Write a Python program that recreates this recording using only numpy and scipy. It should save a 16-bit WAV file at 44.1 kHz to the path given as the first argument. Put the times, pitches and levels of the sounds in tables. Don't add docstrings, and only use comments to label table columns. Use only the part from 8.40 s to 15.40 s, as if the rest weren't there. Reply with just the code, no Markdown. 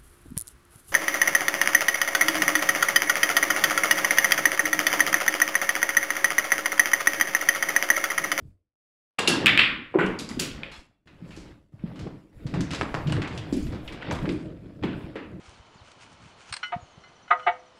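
import sys
import numpy as np
from scipy import signal
from scipy.fft import rfft, irfft, next_fast_len
from scipy.io import wavfile
from scipy.ndimage import uniform_filter1d, minimum_filter1d, map_coordinates

SR = 44100
rng = np.random.default_rng(int(sys.argv[2]) if len(sys.argv) > 2 else 0)


def file_out(sig):
    cols = np.atleast_2d(sig).T
    lim = np.clip(cols, -1, 1)
    pcm = np.round(lim * 32767).astype(np.int16)
    wavfile.write(sys.argv[1], SR, pcm)


def invert_db(x):
    u = np.asarray(x, float) / 20
    return 10 ** u


N = 308690
SPAN = 32768
HZ = np.fft.rfftfreq(SPAN, 1 / SR)
SLOW_S, WALK_S = 1.1, 2.5

# start in seconds, peak level in dB, treble in dB.
CLACKS = [(1.0601, 0, 14), (1.0628, -9, 2), (1.0652, -10, 9), (1.0679, -1, 9), (1.0703, -3, 7),
          (1.0821, -4, 2), (1.0942, -2, -8), (1.1759, 0, 0), (1.1772, -8, 10), (1.1934, -3, -8),
          (1.1957, -1, -8), (2.2338, -16, -10)]
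# time in seconds, level in dB, treble in dB.
CLACK_ROOM = [
    (1.068, 4, 2.5),
    (1.184, 7, -2),
    (2.2312, -21.5, 2),
]
# frequency in Hz, level in dB per Hz.
BALL = [(180, -43), (300, -15.5), (600, -19.5), (900, -17.5), (1200, -6), (2400, 5.5), (3500, -1),
        (5000, -18.5), (6200, -29.5), (10800, -35.5), (15500, -39)]
LOBE_HZ, LOBE_DB = 3130, 2.5
FAST_LOBE_HZ, FAST_LOBE_DB = 5750, 9.5


def ball_pulses(s, db, treble_db, fast_db):
    fast_or_slow = np.where(s > SLOW_S, [[LOBE_HZ], [LOBE_DB]], [[FAST_LOBE_HZ], [fast_db]])
    null_hz, depth_db = fast_or_slow[..., None]
    lobes = -depth_db * np.cos(2 * np.pi * HZ / null_hz) * np.clip(HZ / null_hz - 1, 0, 1)
    treble = treble_db[:, None] * along([(4500, 0), (6500, 1), (14000, 1)], HZ)
    pulse = causal(along(BALL, HZ) + lobes + treble)
    peak = np.abs(irfft(pulse)).max(axis=1, keepdims=True)
    return pulse / peak * invert_db(db)[:, None]


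def clacks():
    s, db, treble_db = np.transpose(CLACKS)
    sharp = placed(s, ball_pulses(s, db, treble_db, FAST_LOBE_DB), 0 * s - 60, onset=0.001)
    s, db, treble_db = np.transpose(CLACK_ROOM)
    tail = placed(s - 0.022, ball_pulses(s, db - 60, treble_db, 0), 60 + 0 * s, onset=0.026)
    return sharp + tail


# start in seconds, peak level in dB, pitch in
# Hz.
CLACK_RINGS = [(1.0604, -3, 2750), (1.0660, -11, 2500), (1.0672, -10, 3300), (1.0686, -4, 2500),
               (1.0710, -6, 2400), (1.0805, -12, 2700), (1.0830, -12, 2900), (1.0882, -12, 2800),
               (1.0908, -12, 2800), (1.0965, -12, 2000), (1.1025, -12, 2600), (1.1108, -11, 2600),
               (1.1780, -9, 2600), (1.1800, -13, 2900), (1.1822, -6, 2500), (1.1845, -12, 2400),
               (1.1872, -10, 2800), (1.1918, -10, 2800), (1.1943, -8, 2800), (1.1980, -9, 1900),
               (1.2000, -8, 2300), (1.2073, -9, 2400), (1.2193, -11, 2500)]


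def rings():
    cycles = 2.2
    return pings([(*row, cycles) for row in CLACK_RINGS], size=1024)


# frequency in Hz, width in Hz, level in dB.
CUE = [(1645, 60, -1), (2770, 120, 3), (3680, 310, -1.5), (4420, 240, -3.5), (4950, 160, -4.5),
       (5800, 220, -5.5), (6900, 220, -6), (8080, 250, -7.5), (10500, 1200, -13)]
# start in seconds, level in dB, room in dB.
CUE_HITS = [
    (.786, -1.5, 4),
    (.8738, 11.5, -3.5),
]


def cue():
    return struck(CUE_HITS, resonances(CUE) ** 2, swell=0.002, t60=0.02)


# start in seconds, peak level in dB, pitch in Hz, room in dB.
TABLE_THUDS = [(0.787, -25.5, 210, 2), (0.799, -17.5, 437, -2), (0.879, -13, 348, -1.5),
               (0.949, -20, 290, 9.5), (1.04, -17.5, 182, 0.5), (1.538, -20.5, 450, -13),
               (1.5483, -9, 368, -6.5), (1.5538, -3, 363, 0), (1.584, -11, 402, -5.5),
               (1.609, -9.5, 378, 0.5), (1.662, -17.5, 285, -1.5), (1.97, -19.5, 242, -3)]
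HEELS = [(0.018, -35, 88, 1.5), (0.049, -31.5, 119, -17), (2.82, -32.5, 173, 0), (2.97, -34.5, 322, 0),
         (3.334, -32.5, 127.8, -5), (3.435, -17.5, 181, -6), (3.664, -30, 374, -15),
         (3.964, -38.5, 107.3, -5), (4.05, -18, 133, -27), (4.137, -19, 163, 0), (4.198, -23.5, 262, -26),
         (4.407, -25, 120, -26), (4.425, -17, 298, -28), (4.541, -21.5, 140, -1), (4.642, -25, 98, -22),
         (4.66, -16.5, 142, -3.5), (4.717, -41, 125, -12), (4.818, -32, 206, -1), (4.974, -28.5, 142, 2),
         (5.123, -12, 270, -1), (5.246, -23, 140, -6), (5.337, -36, 302, -13), (5.722, -22.5, 103, -17),
         (5.836, -22, 178, 2), (5.874, -16.5, 304, 1), (6.436, -17, 326, -6.5), (6.45, -21.5, 160, -12),
         (6.754, -30, 300, 2)]


def thuds():
    s, db, hz, room_db = np.transpose(TABLE_THUDS + HEELS)[..., None]
    cycles = np.arange(SPAN) / SR * hz
    push = np.sin(2 * np.pi * cycles) * (1 - np.exp(-cycles / 0.34)) * np.exp(-cycles / 1.28)
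    radiation = (1j * HZ / (0.46 * hz + 1j * HZ)) ** 2
    return placed(s[:, 0] + 0.003, rfft(push) * radiation * invert_db(db + 4), room_db[:, 0] - 1.5, onset=0.0081)


# start in seconds, peak level in dB, low end in dB, hardness in dB, room in dB.
RAIL_KNOCKS = [(0.7883, -13, 0.5, -14, -7.5), (0.7926, -22.5, -15, 1, -6), (1.662, -32.5, -5, -2.5, -3.5),
               (1.7885, -32.5, -21, 0.5, 10.5), (1.8908, -37.5, -2.5, 0.5, 9), (2.3165, -32.5, -9, -9, 5.5)]
STEP_KNOCKS = [(3.593, -40, -5, -1.5, 0), (4.14, -25.5, 2, -11.5, -0.5), (4.2072, -27, -7, 0, -4),
               (4.307, -25.5, -12, -8.5, 4.5), (4.314, -36, -17, -21, 7), (4.3342, -24, -3, -4, -17),
               (4.3481, -25.5, -5, -1, -4.5), (4.36, -29, -3, -6, -23), (4.412, -20, -3, -12, -24),
               (4.5427, -27, -9, -6.5, -1), (4.697, -27, -5, -11, -6.5), (4.819, -22, -6, -13, -2.5),
               (4.844, -27, -6, -41, 2), (4.8757, -31.5, -1.5, -5.5, -2.5), (4.977, -24.5, -22, -7.5, -4.5),
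               (5.4773, -22.5, -28.5, -21, -4.5), (5.5232, -32, -12, -10, -2.5),
               (5.6238, -27, -6, -26, -10), (5.7113, -26, 5.5, -13, -4.5), (5.856, -26.5, -5, -23, -16),
               (5.891, -23, -12, -17.5, -2.5), (6.436, -23, -3.5, -20, -2), (6.756, -31, -6, -24, 5)]
TABLE_SCUFFS = [(0.7854, -20.5, -11.5, -15, 3.5), (0.876, -15.5, -14.5, 0, 4.1), (1.541, -39, 14, -36, 8.5),
                (1.587, -18.5, -1, -43, 2), (1.6052, -18, -6.5, -38, 4), (1.9929, -19, -19, -12.5, 6.6),
                (1.996, -34, -31, 16, 1.9)]
STEP_SCUFFS = [(2.673, -43, -9, -16.5, 2.5), (2.9062, -45.5, -13, -14, 7), (2.96, -67, -5, 5, 21),
               (3.3911, -50.5, -11, -34.5, 0), (3.5571, -48, -3, -8, 5), (3.669, -48.5, 7.5, -14, -4),
               (4.066, -38.5, -5.5, -6.5, 3.5), (4.671, -29.5, -29, -11, -0.5),
               (4.722, -28.5, 2, -5.5, -1.5), (5.1259, -43, -10, 4.5, 6), (5.168, -44, -23, -10, 10),
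               (5.268, -37, -17, -16, -4), (5.3191, -51, 3, -6.5, 11), (5.346, -39.5, -3, -12, -2),
               (5.6094, -40, -20, -27, 10), (5.72, -41.5, 8, 3, -3), (6.4266, -34.5, -7, -23.5, -6)]
CHATTER = 8192
TOP_GROWS, TABLE_TOP_DB, FLOOR_TOP_DB = 1.2, -14, -21
AIRY_GROWS, TABLE_AIRY_DB, FLOOR_AIRY_DB = 2.2, -19, -31


def knocks():
    t = np.arange(CHATTER) / SR
    rigid, yielding = RAIL_KNOCKS + STEP_KNOCKS, TABLE_SCUFFS + STEP_SCUFFS
    hard = 0.16 * rng.standard_normal((len(rigid), CHATTER)) * invert_db(-60 * t / 0.063) + (t == 0)
    soft = 0.3 * rng.standard_normal((len(yielding), CHATTER)) * invert_db(-60 * t / 0.046)
    soft = soft * (1 - np.exp(-t / 0.00025))
    hard_top = np.repeat([TABLE_TOP_DB, FLOOR_TOP_DB], [len(RAIL_KNOCKS), len(STEP_KNOCKS)])
    soft_top = np.repeat([TABLE_TOP_DB, FLOOR_TOP_DB], [len(TABLE_SCUFFS), len(STEP_SCUFFS)])
    return contacts(rigid, hard, hard_top) + contacts(yielding, soft, soft_top)


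def contacts(rows, force, top_db):
    s, db, low, hardness, room_db = np.transpose(rows)
    airy_db = np.where(s < WALK_S, TABLE_AIRY_DB, FLOOR_AIRY_DB)
    shapes = []
    for a, b, top, airy in zip(low, hardness, top_db, airy_db):
        points = [(50, a - 28), (900, a + 8), (2600, 0.01), (4200, 0.56 * b), (6000, b - 2),
                  (11500, TOP_GROWS * b + top), (16000, AIRY_GROWS * b + top + airy)]
        shapes.append(along(points, HZ))
    colours = causal(np.array(shapes)) * invert_db(db + 13.0)[:, None]
    return placed(s, colours, room_db + 0.5, onset=0.0026, force=rfft(force, SPAN))


# start in seconds, peak level in dB, contact in ms, room in dB.
TAPS = [
    (4.412, -2, 0.12, -5.5),
    (4.4198, -5, 0.12, -11),
    (4.5428, -5, 0.18, -1.5),
    (4.55, -6, 0.14, -33),
]


def taps():
    s, db, ms, room_db = np.transpose(TAPS)[..., None]
    u = np.arange(SPAN) / SR * 1000 / ms - 2
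    push = rfft(np.exp(-u ** 2)) * 1j * HZ / (350 + 1j * HZ) * invert_db(db - 5.0)
    return placed(s[:, 0], push, room_db[:, 0], onset=0.0007)


# frequency in Hz, width in Hz, level in dB.
RAIL = [(7400, 900, 0), (11200, 500, -7)]
# start in seconds, level in dB, room in dB.
RAIL_HITS = [
    (1.592, -40, 0),
]
# frequency in Hz, width in Hz, level in dB.
RODS = [(2700, 80, -1), (3400, 110, -2), (4220, 90, -2), (5200, 200, -6)]
# start in seconds, level in dB, room in dB.
ROD_HITS = [
    (2.318, -19.5, 6),
]


def rail():
    hiss = struck(RAIL_HITS, resonances(RAIL) ** 2, swell=0.01, t60=0.15)
    return hiss + struck(ROD_HITS, resonances(RODS) ** 2, swell=0.00097, t60=0.026)


# start in seconds, peak level in dB, pitch in Hz, decay in cycles.
TICKS = [(.793, -22, 7960, 5), (.8745, -13, 2750, 8), (.875, -15.5, 4040, 8.6), (.8915, -19, 9700, 7.6),
         (2.2346, -24.5, 2460, 4.4), (2.511, -48, 701, 2.1), (1.5876, -19.5, 1060, 4.8),
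         (1.5915, -27, 1960, 5.5), (1.613, -19.5, 1490, 6.4), (1.7897, -26, 4700, 7.8),
         (1.7905, -36, 6750, 12), (1.8899, -30, 4820, 10), (1.8905, -36, 7040, 10), (1.914, -36, 2000, 6.7),
         (1.9977, -14, 4600, 4.9), (1.999, -25, 6900, 10), (2.115, -30.5, 3140, 3.6),
         (4.0725, -38.5, 4600, 3.6), (4.208, -29.5, 6030, 4.3), (4.3068, -25, 2620, 2.3),
         (4.3145, -37, 2830, 2.7), (4.3143, -35, 7900, 3.3), (4.3345, -24, 3000, 2.8),
         (4.3485, -39, 7450, 4.8), (4.350, -33, 2820, 4), (4.360, -32, 5000, 4), (4.371, -38, 4740, 4.7),
         (4.676, -31, 3080, 3.2), (4.698, -41, 4830, 4), (4.7228, -26.5, 2870, 6.4),
         (4.7235, -28.5, 8400, 2.9), (4.727, -30, 1470, 2.8), (4.7668, -22, 1810, 1.7),
         (4.8205, -29, 1960, 3), (4.8445, -30, 2070, 3.4), (4.9775, -32, 3220, 3), (5.6244, -35, 1480, 3.8),
         (5.628, -33.5, 1900, 4), (5.7112, -25, 1530, 1.5), (5.712, -31, 6050, 4.3),
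         (5.845, -34, 1010, 2.2), (5.892, -36.5, 4680, 5.6), (6.428, -43, 3230, 5.3),
         (6.4365, -28.5, 3280, 2.2), (6.532, -31, 3000, 1.2), (6.79, -44.5, 2000, 4.6)]
CLICKS = [(.879, -27, 2723, 100), (.88, -32.5, 4595, 130), (.922, -32.5, 1639, 49),
          (1.585, -21.5, 171.6, 4.4), (1.64, -21.5, 191, 3.8), (2.52, -67, 2700, 60),
          (2.545, -68.5, 3420, 70), (.905, -28, 9700, 8), (1.5445, -25, 447, 1.1), (1.597, -17, 1455, 6),
          (1.6065, -23, 1980, 6.6), (1.634, -22, 1480, 4), (1.651, -27, 1570, 4), (2.912, -46, 2500, 1.5),
          (3.392, -55, 2200, 4.4), (4.3068, -30, 5500, 1.5), (4.3142, -26, 5000, 1.5),
          (4.3218, -36, 4000, 1.5), (4.3372, -31, 2400, 2.3), (4.349, -30, 5000, 2),
          (4.382, -33, 2000, 1.5), (4.7245, -32, 4370, 3), (4.7668, -28, 4200, 1.2),
          (4.8765, -38, 5500, 1.5), (5.822, -22, 152, 1.5), (5.8455, -23, 495, 1.14),
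          (5.856, -32, 1490, 1.3), (6.4362, -24, 870, 1.14), (6.443, -22.5, 210, 1.8),
          (6.537, -41, 1500, 4.1), (6.756, -20, 460, 1.04)]


def ticks():
    tick_room_db = -6.5
    direct = pings(TICKS, size=1024) + pings(CLICKS, size=6144) + keys()
    tail = irfft(answers(1, onset=0.0016)[0])
    return direct + invert_db(tick_room_db) * signal.fftconvolve(direct, tail)[:N]


# frequency in Hz, level in dB.
KEYS = [(6360, 0), (6910, -1), (7370, 2), (8190, 2), (8720, -3), (9800, -8), (10540, -3), (11300, -5),
        (11900, -9), (12730, -13), (13340, -17), (14590, -19)]
# start in seconds, level in dB, tilt in dB per octave.
JOLTS = [(5.126, -58, 1), (5.146, -62, 3), (5.165, -56, 10), (5.195, -61, 6), (5.262, -66, -2),
         (5.445, -71, 8), (5.477, -71, 4), (5.527, -64, 2), (5.722, -54, 7), (5.748, -59, 8),
         (5.895, -71, 1)]


def keys():
    t, out = np.arange(4096) / SR, np.zeros(N + SPAN)
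    hz, level = np.transpose(KEYS)[..., None]
    t60 = 0.057
    for s, db, tilt in JOLTS:
        luck = rng.standard_normal((2, len(KEYS), 1))
        waver = np.cumsum(rng.standard_normal((len(KEYS), len(t))), axis=1) * 0.09
        ring_db = db + level + tilt * np.log2(hz / 8000) + 3 * luck[0] - 60 * t / t60
        ring = invert_db(ring_db) * np.sin(2 * np.pi * hz * (1 + 0.01 * luck[1]) * t + waver)
        out[round(s * SR):][:len(t)] += ring.sum(0) * (1 - np.exp(-t / 0.0026))
    return out[:N]


# start in seconds, hold in seconds, rumble in dB, scrape in dB over the rumble.
STROKES = [(0, 0.012, -58.5, -48), (0.901, 0.01, -29, 0.5), (1.009, 0.17, -31, -9),
           (1.245, 0.12, -40.5, -22.5), (1.704, 0.022, -37.5, -12), (1.828, 0.053, -37.5, -16),
           (2.017, 0.0086, -33.5, -25), (2.161, 0.11, -44, -3.5), (2.858, 0.033, -53, -6),
           (2.943, .06, -61, -7), (3.056, 0.041, -63.5, 2), (3.478, 0.033, -48, -9),
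           (3.607, 0.075, -40, -24), (4.008, 0.07, -56, -3.5), (4.149, 0.014, -28.5, -34),
           (4.338, 0.093, -37.5, -6.5), (4.496, 0.081, -39, -25), (4.706, 0.11, -29.5, -17.5),
           (4.916, 0.17, -42.5, -5.5), (5.33, 0.034, -37, -14), (5.52, 0.024, -40.5, -9),
           (5.71, 0.011, -31.5, -7.5), (5.86, 0.046, -34, -18.5), (6.054, 0.054, -38, -25),
           (6.236, 0.079, -46.5, -18), (6.46, 0.034, -35, -26), (6.54, 0.15, -42.5, -13),
           (6.915, 0.095, -46, -22)]
# frequency in Hz, level in dB per Hz.
ROLL = [(50, -28.5), (90, -8), (160, -0.5), (300, -1.5), (400, -8), (700, -22.5), (910, -60), (1540, -120)]
# frequency in Hz, level in dB per Hz.
BOARDS = [(35, -31), (60, 0.5), (123, -2), (156, 0), (258, -6.5), (301, 1), (352, -9), (700, -19.5),
          (910, -67), (1540, -120)]
# frequency in Hz, level in dB per Hz.
SOLES = [(290, -29.5), (500, -6.5), (547, -9.5), (754, -13.5), (2080, -19), (3470, -24.5), (5500, -35.5),
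         (7150, -67), (12100, -120)]
REST_DB = [-63, -58, -73.5, -85]


def strokes():
    s, hold, db, scrape_db = np.transpose(STROKES)
    roll = patchy(ROLL, 3) * swells(s, hold, db - 60 * (s > WALK_S), -73, quick=1.05)
    boards = patchy(BOARDS, 3) * swells(s, hold, db - 60 * (s < WALK_S), REST_DB[1], quick=1.12)
    soles = gritty(patchy(SOLES, 2.5)) * swells(s, hold, db + scrape_db, REST_DB[2], quick=0.79)
    return roll + boards + soles


# start in seconds, hold in seconds, level in dB.
SWISHES = [(.96, 0.018, -64), (2.044, 0.0088, -67), (2.391, 0.0061, -59), (2.893, 0.12, -70.5),
           (4.398, .01, -55), (4.477, 0.11, -68), (4.963, 0.0097, -59), (5.22, 0.0088, -58.5),
           (5.747, 0.0075, -60), (5.91, 0.013, -60.5), (6.006, 0.0081, -68.5)]
# frequency in Hz, level in dB per Hz.
CLOTH = [(3500, -27), (4500, 3), (7400, -5.5), (11000, -14.5), (12500, -25), (15500, -51)]


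def swishes():
    return gritty(patchy(CLOTH, 2.5)) * swells(*np.transpose(SWISHES), REST_DB[3], quick=1.5)


# start in seconds, hold in seconds, level in dB.
SHOVES = [(0.077, .01, -49), (1.035, 0.017, -42.5), (1.227, 0.0043, -40), (1.696, 0.038, -44),
          (1.974, 0.0088, -40.5), (2.133, 0.015, -42.5), (2.35, 0.053, -50), (2.871, 0.083, -53),
          (3.478, 0.11, -52.5), (3.973, 0.24, -48.5), (4.5, 0.25, -43), (5.134, 0.05, -38.5),
          (5.233, 0.032, -37), (5.45, 0.029, -41.5), (5.818, 0.018, -44), (6.573, 0.059, -48.5)]
# frequency in Hz, level in dB per Hz.
AIR = [(15, -19), (30, 15.5), (60, 2.5), (110, 0), (160, -43.5)]


def shoves():
    return patchy(AIR, 3) * swells(*np.transpose(SHOVES), REST_DB[0], quick=1.3)


def gritty(noise):
    catch = unit(signal.fftconvolve(rng.standard_normal(N), np.hanning(180), "same"))
    return unit(noise * invert_db(2.5 * catch))


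def swells(s, hold, db, rest_db, quick):
    rise, fall = 153, 106
    t = np.arange(0, N + 128, 128)[:, None] / SR
    down = rise * np.maximum(s - t, 0) + fall * np.maximum(t - s - hold, 0)
    power = np.sum(invert_db(db - quick * down) ** 2, axis=1) + invert_db(rest_db) ** 2
    return np.interp(np.arange(N) / SR, t[:, 0], np.sqrt(power))


def patchy(spectrum, patchy_db):
    hz, _, z = signal.stft(rng.standard_normal(N), SR, nperseg=1024)
    field = uniform_filter1d(rng.standard_normal(z.shape), size=8, axis=0)
    field = uniform_filter1d(field, size=4, axis=1)
    gain = invert_db(along(spectrum, hz)[:, None] + patchy_db * field / field.std())
    return unit(signal.istft(z * gain, nperseg=1024)[1][:N])


def pings(rows, size):
    s, db, hz, life = np.transpose(rows)[..., None]
    cycles = np.arange(size) / SR * hz
    rough = 1 + 0.71 * uniform_filter1d(rng.standard_normal(cycles.shape), size=40, axis=1)
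    envelope = (1 - np.exp(-cycles / 0.5001)) ** 2 * np.exp(-cycles / life)
    waves = invert_db(db + 3.0) * rough * np.sin(2 * np.pi * cycles) * envelope
    out = np.zeros(N + SPAN)
    for at, wave in zip(s[:, 0], waves):
        out[round(at * SR):][:size] += wave
    return out[:N]


def struck(hits, response, swell, t60):
    s, db, room_db = np.transpose(hits)
    t = np.arange(SPAN) / SR
    force = rng.standard_normal((len(s), SPAN)) * invert_db(-60 * t / t60) * (1 - np.exp(-t / swell))
    return placed(s, response * invert_db(db)[:, None], room_db, onset=0.015, force=rfft(force))


def resonances(modes):
    total = 0
    for k, (centre, width, db) in enumerate(modes):
        damping = 1j * HZ * width
        total = total + (-1) ** k * invert_db(db) * damping / (centre * centre - HZ * HZ + damping)
    return total


def placed(times, colours, room_db, onset, force=1):
    size = np.sqrt(np.mean(np.abs(force) ** 2 + 0 * HZ, axis=-1, keepdims=True))
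    room = size * invert_db(room_db)[:, None] * answers(len(times), onset)
    heard = irfft(colours * (force + room), SPAN)
    out = np.zeros(N + SPAN)
    for s, blow in zip(times, heard):
        out[round(s * SR):][:SPAN - 2048] += blow[:-2048]
    return out[:N]


# frequency in Hz, t60 in seconds.
ROOM = [(100, 0.93), (300, 0.46), (1000, 0.65), (2500, 0.5), (5000, 0.41), (9000, 0.28), (14000, 0.26)]


def answers(count, onset):
    t = np.arange(SPAN) / SR
    density = np.clip(0.04 + (t / 0.04) ** 2, 0, 1)
    noise = rng.standard_normal((count, SPAN))
    noise = noise * (rng.random((count, SPAN)) < density) / np.sqrt(density)
    hz, s, z = signal.stft(noise, SR, nperseg=256)
    decay = invert_db(-60 * s / along(ROOM, hz)[:, None])
    tail = signal.istft(z * decay, SR, nperseg=256)[1][:, :SPAN]
    tail = tail * np.clip((t - onset) / 0.0024, 0, 1)
    where = np.meshgrid(np.arange(count), HZ / 250, indexing="ij")
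    grain = map_coordinates(rng.standard_normal((count, 90)), where, order=1)
    return rfft(tail / np.linalg.norm(tail, axis=1, keepdims=True)) * invert_db(1.6 * grain - 0.2)


def causal(db):
    c = irfft(np.log(invert_db(db) + 1e-7), SPAN)
    c[..., 1:SPAN // 2] *= 2
    c[..., SPAN // 2 + 1:] = 0
    return np.exp(rfft(c))


def along(points, hz):
    f, v = np.transpose(points)
    return np.interp(np.log(hz + 1), np.log(f + 1), v)


def unit(x):
    return x / np.sqrt(np.mean(x ** 2, axis=-1, keepdims=True) + 1e-20)


def scene():
    shot = clacks() + rings() + cue() + thuds() + knocks()
    small = taps() + rail() + ticks()
    return (shot + small + strokes() + swishes() + shoves())[None]


# frequency in Hz, level in dB.
MIC = [(5000, 0.5), (6100, -1), (7400, 4), (8600, 2.5), (9500, -1), (10800, 5.5), (12500, -3.5),
       (15600, -2.5), (15900, -28.5), (17000, -46.5)]


def microphone(dry):
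    hiss_db = -85.5
    m = next_fast_len(N + SPAN)
    colour = np.interp(np.fft.rfftfreq(m, 1 / SR), HZ, along(MIC, HZ))
    noisy = dry + invert_db(hiss_db) * rng.standard_normal(N)
    return irfft(rfft(noisy, m) * invert_db(colour), m)[:, :N]


# opening in seconds, start of closing in seconds,
# gain crept up by then in dB, closing rate in dB per second.
GATE = [(0, 0.12, -9.5, 159), (0.783, 2.37, -2, 69), (2.657, 3.113, 5.5, 83), (3.322, 3.785, 4.5, 56.5),
        (3.927, 6.997, 3.5, 82)]


def gate():
    shut_db, open_s = -55, 0.004
    t, db = np.arange(N) / SR, np.zeros(N)
    for opens, closes, lift_db, db_per_s in GATE:
        creep = lift_db * np.minimum((t - opens) / (closes - opens), 1)
        now = creep - db_per_s * np.maximum(t - closes, 0)
        db = np.where(t >= opens, now, db)
    return invert_db(uniform_filter1d(np.maximum(db, shut_db), size=round(open_s * SR)))


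def limited(x):
    need = minimum_filter1d(0.985 / np.maximum(np.abs(x), 0.985), size=89)
    return x * uniform_filter1d(need, size=45)


def low_pass(x):
    return signal.sosfilt(signal.butter(12, 17070, fs=SR, output="sos"), x)


def record(dry):
    gated = microphone(dry) * gate()
    return low_pass(limited(gated))


dry = scene()
out = record(dry)
file_out(out)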